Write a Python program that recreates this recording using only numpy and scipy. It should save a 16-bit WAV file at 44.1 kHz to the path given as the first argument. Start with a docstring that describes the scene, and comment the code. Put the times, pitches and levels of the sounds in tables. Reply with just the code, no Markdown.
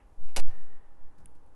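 """An electric door lock lets go with a hard clunk in a small quiet room: its contacts crack, rattle
and set door and steel ringing. The door swings open with a soft whirr and pumps a slow wave of air
pressure that pins the microphone at its limit and chokes the clunk's ring.
A few soft bumps and light ticks follow over a faint steady hum."""
import sys
import numpy as np
from scipy import signal
from scipy.fft import rfft, irfft, next_fast_len
from scipy.io import wavfile

SR = 44100
rng = np.random.default_rng(int(sys.argv[2]) if len(sys.argv) > 2 else 0)


def output_pcm(signal):
    """Save a mono or channel-first signal as 16-bit PCM at the path in sys.argv[1].

    Samples are clipped to [-1, 1] before scaling.
    """
    pcm = np.clip(np.atleast_2d(signal).T, -1, 1) * 32767
    wavfile.write(sys.argv[1], SR, np.round(pcm).astype(np.int16))


N = 68355
T = np.arange(N) / SR

# ringing modes of the door and the steel lock, lowest first: f/Hz, level/dB, t60/s
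MODES = [(167, -19, 0.182), (357.1, -16.5, 0.36), (436.3, -18, .16), (529.5, -13.5, 0.2), (690, -15, 0.158),
         (772.7, -10.5, 0.078), (895.3, -4.5, 0.06), (2234, -16.5, 0.078), (2862, -14.5, 0.182),
         (3596, -12, 0.061), (4051, -8.5, 0.074), (4932, -13, 0.092), (6000, -12, 0.064),
         (7697, -26, 0.0948), (8383, -18, .09), (8752, -11, 0.04)]
# bright noise colour of struck steel: f/Hz, level/dB
STEEL_COLOUR = [(200, -36), (900, -0.5), (1700, -4), (2600, -1), (3300, -5), (4800, -2.5), (7000, -5),
                (9000, -6), (11200, -6.5), (12000, -19)]


def amp(db):
    """Decibels to gain."""
    return 10 ** (np.asarray(db) / 20)


def unit(x):
    """Scale to rms 1."""
    return x / np.sqrt(np.mean(x ** 2) + 1e-20)


def along(points, hz):
    """Read a curve of (frequency, value) points on a log frequency axis."""
    freqs, values = np.transpose(points)
    return np.interp(np.log(hz + 1), np.log(freqs + 1), values)


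def filtered(x, response):
    """Zero-phase EQ; response gives the gain at each frequency."""
    size = next_fast_len(N + SR // 2)
    return irfft(rfft(x, size) * response(np.fft.rfftfreq(size, 1 / SR)), size)[:N]


def noise(colour):
    """Noise of rms 1, shaped by an EQ curve."""
    return unit(filtered(rng.standard_normal(N), lambda hz: amp(along(colour, hz))))


def narrow_noise(centre_hz, width_hz):
    """A narrow noise band of rms 1 around a moving centre."""
    phase = 2 * np.pi * np.cumsum(centre_hz) / SR
    slow = lambda: filtered(rng.standard_normal(N), lambda hz: 1 / (1 + (hz / width_hz) ** 2))
    return unit(slow() * np.cos(phase) + slow() * np.sin(phase))


def strike(start, attack, t60):
    """Percussive envelope: quick rise, exponential fall; times in seconds."""
    age = np.maximum(T - start, 0)
    return (1 - np.exp(-age / attack)) * np.exp(-np.log(1000) * age / t60)


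def room(x):
    """The small room's reverb, wet only; the treble dies first."""
    # reverb time: f/Hz, t60/s
    decay = [(150, 0.66), (700, 0.74), (2000, 0.536), (5000, 0.36), (11000, 0.34)]
    hz, t, spectrum = signal.stft(rng.standard_normal(SR), SR, nperseg=256)
    tail = signal.istft(spectrum * np.exp(-np.log(1000) * t / along(decay, hz)[:, None]), SR)[1]
    tail *= 1 - np.exp(-np.arange(len(tail)) / SR / 0.0019)  # reflections build up
    return signal.fftconvolve(x, tail / np.linalg.norm(tail))[:N]


def room_tone():
    """Dull air, a thin steady hum, and a faint hiss that dies away at the start."""
    # dark bed of room air: f/Hz, level/dB
    air_colour = [(15, 7.5), (60, 5), (120, -1.5), (220, -4.5), (285, -1), (390, -7), (520, -3.5),
                  (640, -10), (900, -7), (1400, -15.5), (2200, -25.5), (4000, -32.5), (8000, -33.5),
                  (11000, -32), (13000, -51)]
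    # upper-mid hiss: f/Hz, level/dB
    hiss_colour = [(700, -40.5), (1600, 8.5), (2800, 3), (3800, -15.5), (8000, -22.5)]
    hum_hz = 810 + 1.3 * narrow_noise(np.zeros(N), width_hz=8.8)  # the pitch wavers slightly
    hum = np.sqrt(2) * np.sin(2 * np.pi * np.cumsum(hum_hz) / SR)
    hiss = strike(0, attack=0.00075, t60=0.352) * noise(hiss_colour)
    return amp(-62.5) * noise(air_colour) + amp(-76) * hum + amp(-72) * hiss


def rumble():
    """A low rumble that swells before the release and around the bumps."""
    # fader curve: t/s, level/dB
    swell = [(0, -65), (.06, -54.5), (.12, -52.5), (.165, -52.5), (.8, -68.5), (.95, -73), (1.14, -60),
             (1.21, -56.5), (1.33, -58), (1.42, -64), (1.55, -60.5)]
    # sub-bass colour: f/Hz, level/dB
    colour = [(10, -9), (30, -3), (60, -6), (100, -16), (150, -31.5), (300, -60)]
    return amp(np.interp(T, *np.transpose(swell))) * noise(colour)


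def pressure_wave():
    """The door sucks and pushes the room's air, too slowly to be heard by itself."""
    # air pressure at the microphone: t/s, pressure/full scale
    pressure = [(.175, 0), (.255, -.17), (.295, -.115), (.345, -.085), (.375, 0), (.404, .33), (.44, .48),
                (.48, .31), (.499, .08), (.535, -.06), (.625, -.105), (.68, -.05), (.76, -.05), (.8, -.003),
                (.86, -.01), (.9, .017), (.985, .005), (1.045, .044), (1.12, 0), (1.21, -.012),
                (1.28, .009), (1.37, .016), (1.42, -.006)]
    window = np.hanning(SR // 50)  # rounds off the corners
    return signal.fftconvolve(np.interp(T, *np.transpose(pressure)), window / window.sum(), "same")


def bolt_scrapes():
    """The loaded bolt shifts in its keeper with faint dull scrapes before it lets go."""
    # shifts of the bolt: t/s, level/dB
    shifts = [(.285, -60), (.35, -60)]
    # mid-heavy scrape: f/Hz, level/dB
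    colour = [(150, -18), (450, 5.5), (950, 6.5), (1400, -8.5), (2000, 0.5), (2550, 1.5), (3300, -7.5),
              (5500, -12), (11000, -21.5)]
    return sum(amp(db) * strike(start, attack=0.00075, t60=0.263) * noise(colour) for start, db in shifts)


def lock_clunk():
    """Each contact cracks, rattles the steel, thuds in the door and feeds the ring of both."""
    # the release and its rebounds: t/s, level/dB, crack trim/dB
    contacts = [(.3628, 0, 0), (.3686, -6, -5), (.39, -18, -6), (.397, -14, -6)]
    # the door's woody body: f/Hz, level/dB
    wood_colour = [(70, -31.5), (160, -1), (240, -3), (350, -0.5), (800, 1.5), (1200, -8.5), (2000, -12.5),
                   (4000, -43.5)]

    def blows(attack, t60):
        return sum(amp(db) * strike(start, attack, t60) for start, db, _ in contacts)

    crack = sum(amp(-25 + db + trim_db) * strike(start, attack=0.000457, t60=0.0116)
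                for start, db, trim_db in contacts)
    rattle = amp(-33) * blows(attack=0.000457, t60=0.0836)
    ring = np.zeros(N)
    for hz, db, t60 in MODES:
        partial = np.sin(2 * np.pi * (hz * T + rng.random()))
        ring += amp(-32 + db) * blows(attack=0.00025, t60=t60) * partial
    steel = (crack + rattle) * noise(STEEL_COLOUR)
    thud = amp(-38) * blows(attack=0.0034, t60=0.161) * noise(wood_colour)
    reverb_send = amp(-15) * (steel + thud) + amp(-20) * ring
    return ring + steel + thud + room(reverb_send)


def door_swing():
    """The door's mechanism whirrs over a broad swish, fading as the door slows."""
    # path of the whirr: t/s, level/dB, centre f/Hz
    path = [(.42, -81.5, 1750), (.52, -66.5, 1830), (0.622, -72, 1840), (0.761, -71.5, 1865),
            (.92, -80.5, 1797), (1.168, -81.5, 1751), (1.299, -87.5, 1580)]
    # soft low-mid swish: f/Hz, level/dB
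    swish_colour = [(100, -13), (300, 12.5), (1000, 6), (1500, 6), (2200, -3.5), (2800, -3.5),
                    (4000, -13.5), (8000, -41)]
    times, db, centre_hz = np.transpose(path)
    whirr = narrow_noise(np.interp(T, times, centre_hz), width_hz=106.3)
    swish = amp(2.5) * noise(swish_colour)
    return amp(np.interp(T, times, db, left=-120)) * (whirr + swish)


def door_bumps():
    """Dull bumps wake the door's lowest mode, each with a faint bright scuff."""
    # soft knocks of the door: t/s, bump level/dB, scuff level/dB
    hits = [(1.18, -62, -67), (1.201, -60.5, -74), (1.242, -64, -92), (1.352, -70.5, -72)]
    # bassy knock: f/Hz, level/dB
    colour = [(40, -16), (90, -0.5), (170, -9), (300, -6), (700, -13.5), (1500, -15.5), (3000, -34.5)]
    lowest_hz, attack_s = MODES[0][0], 0.00224
    out = np.zeros(N)
    for start, bump_db, scuff_db in hits:
        body = noise(colour) + amp(8.5) * np.sin(2 * np.pi * lowest_hz * (T - start))
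        out += amp(bump_db) * strike(start, attack_s, t60=0.1505) * body
        out += amp(scuff_db) * strike(start, attack_s, t60=0.0873) * noise(STEEL_COLOUR)
    return out


def ticks():
    """Tiny bright clicks close by: one very short ring and a spray of noise."""
    # light sharp clicks: t/s, level/dB
    clicks = [(1.2585, -28), (1.3525, -53), (1.464, -55.5)]
    # crisp spray: f/Hz, level/dB
    colour = [(500, -30.5), (3000, 0), (6000, -31.5), (8000, 6), (9800, 2.5), (11000, 3), (12500, -13.5)]
    ring_hz, attack_s = 9770, 0.000202
    out = np.zeros(N)
    for start, db in clicks:
        ring = strike(start, attack_s, t60=0.001873) * np.sin(2 * np.pi * ring_hz * (T - start))
        spray = amp(-17) * strike(start, attack_s, t60=0.0039) * noise(colour)
        out += amp(db) * (ring + spray)
    return out + amp(-20) * room(out)


def scene():
    """Everything that reaches the microphone, in mono."""
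    door = pressure_wave() + bolt_scrapes() + lock_clunk() + door_swing() + door_bumps()
    return (room_tone() + rumble() + door + ticks())[None]


def record(dry):
    """The microphone saturates under the pressure wave, muting all sound riding on it; then a high cut."""
    ceiling, knee_hardness, high_cut_hz = 0.332, 36, 12150
    x = dry[0]
    pinned = x / (1 + np.abs(x / ceiling) ** knee_hardness) ** (1 / knee_hardness)
    return filtered(pinned, lambda hz: 1 / (1 + (hz / high_cut_hz) ** 80))[None]


dry = scene()
out = record(dry)
output_pcm(out)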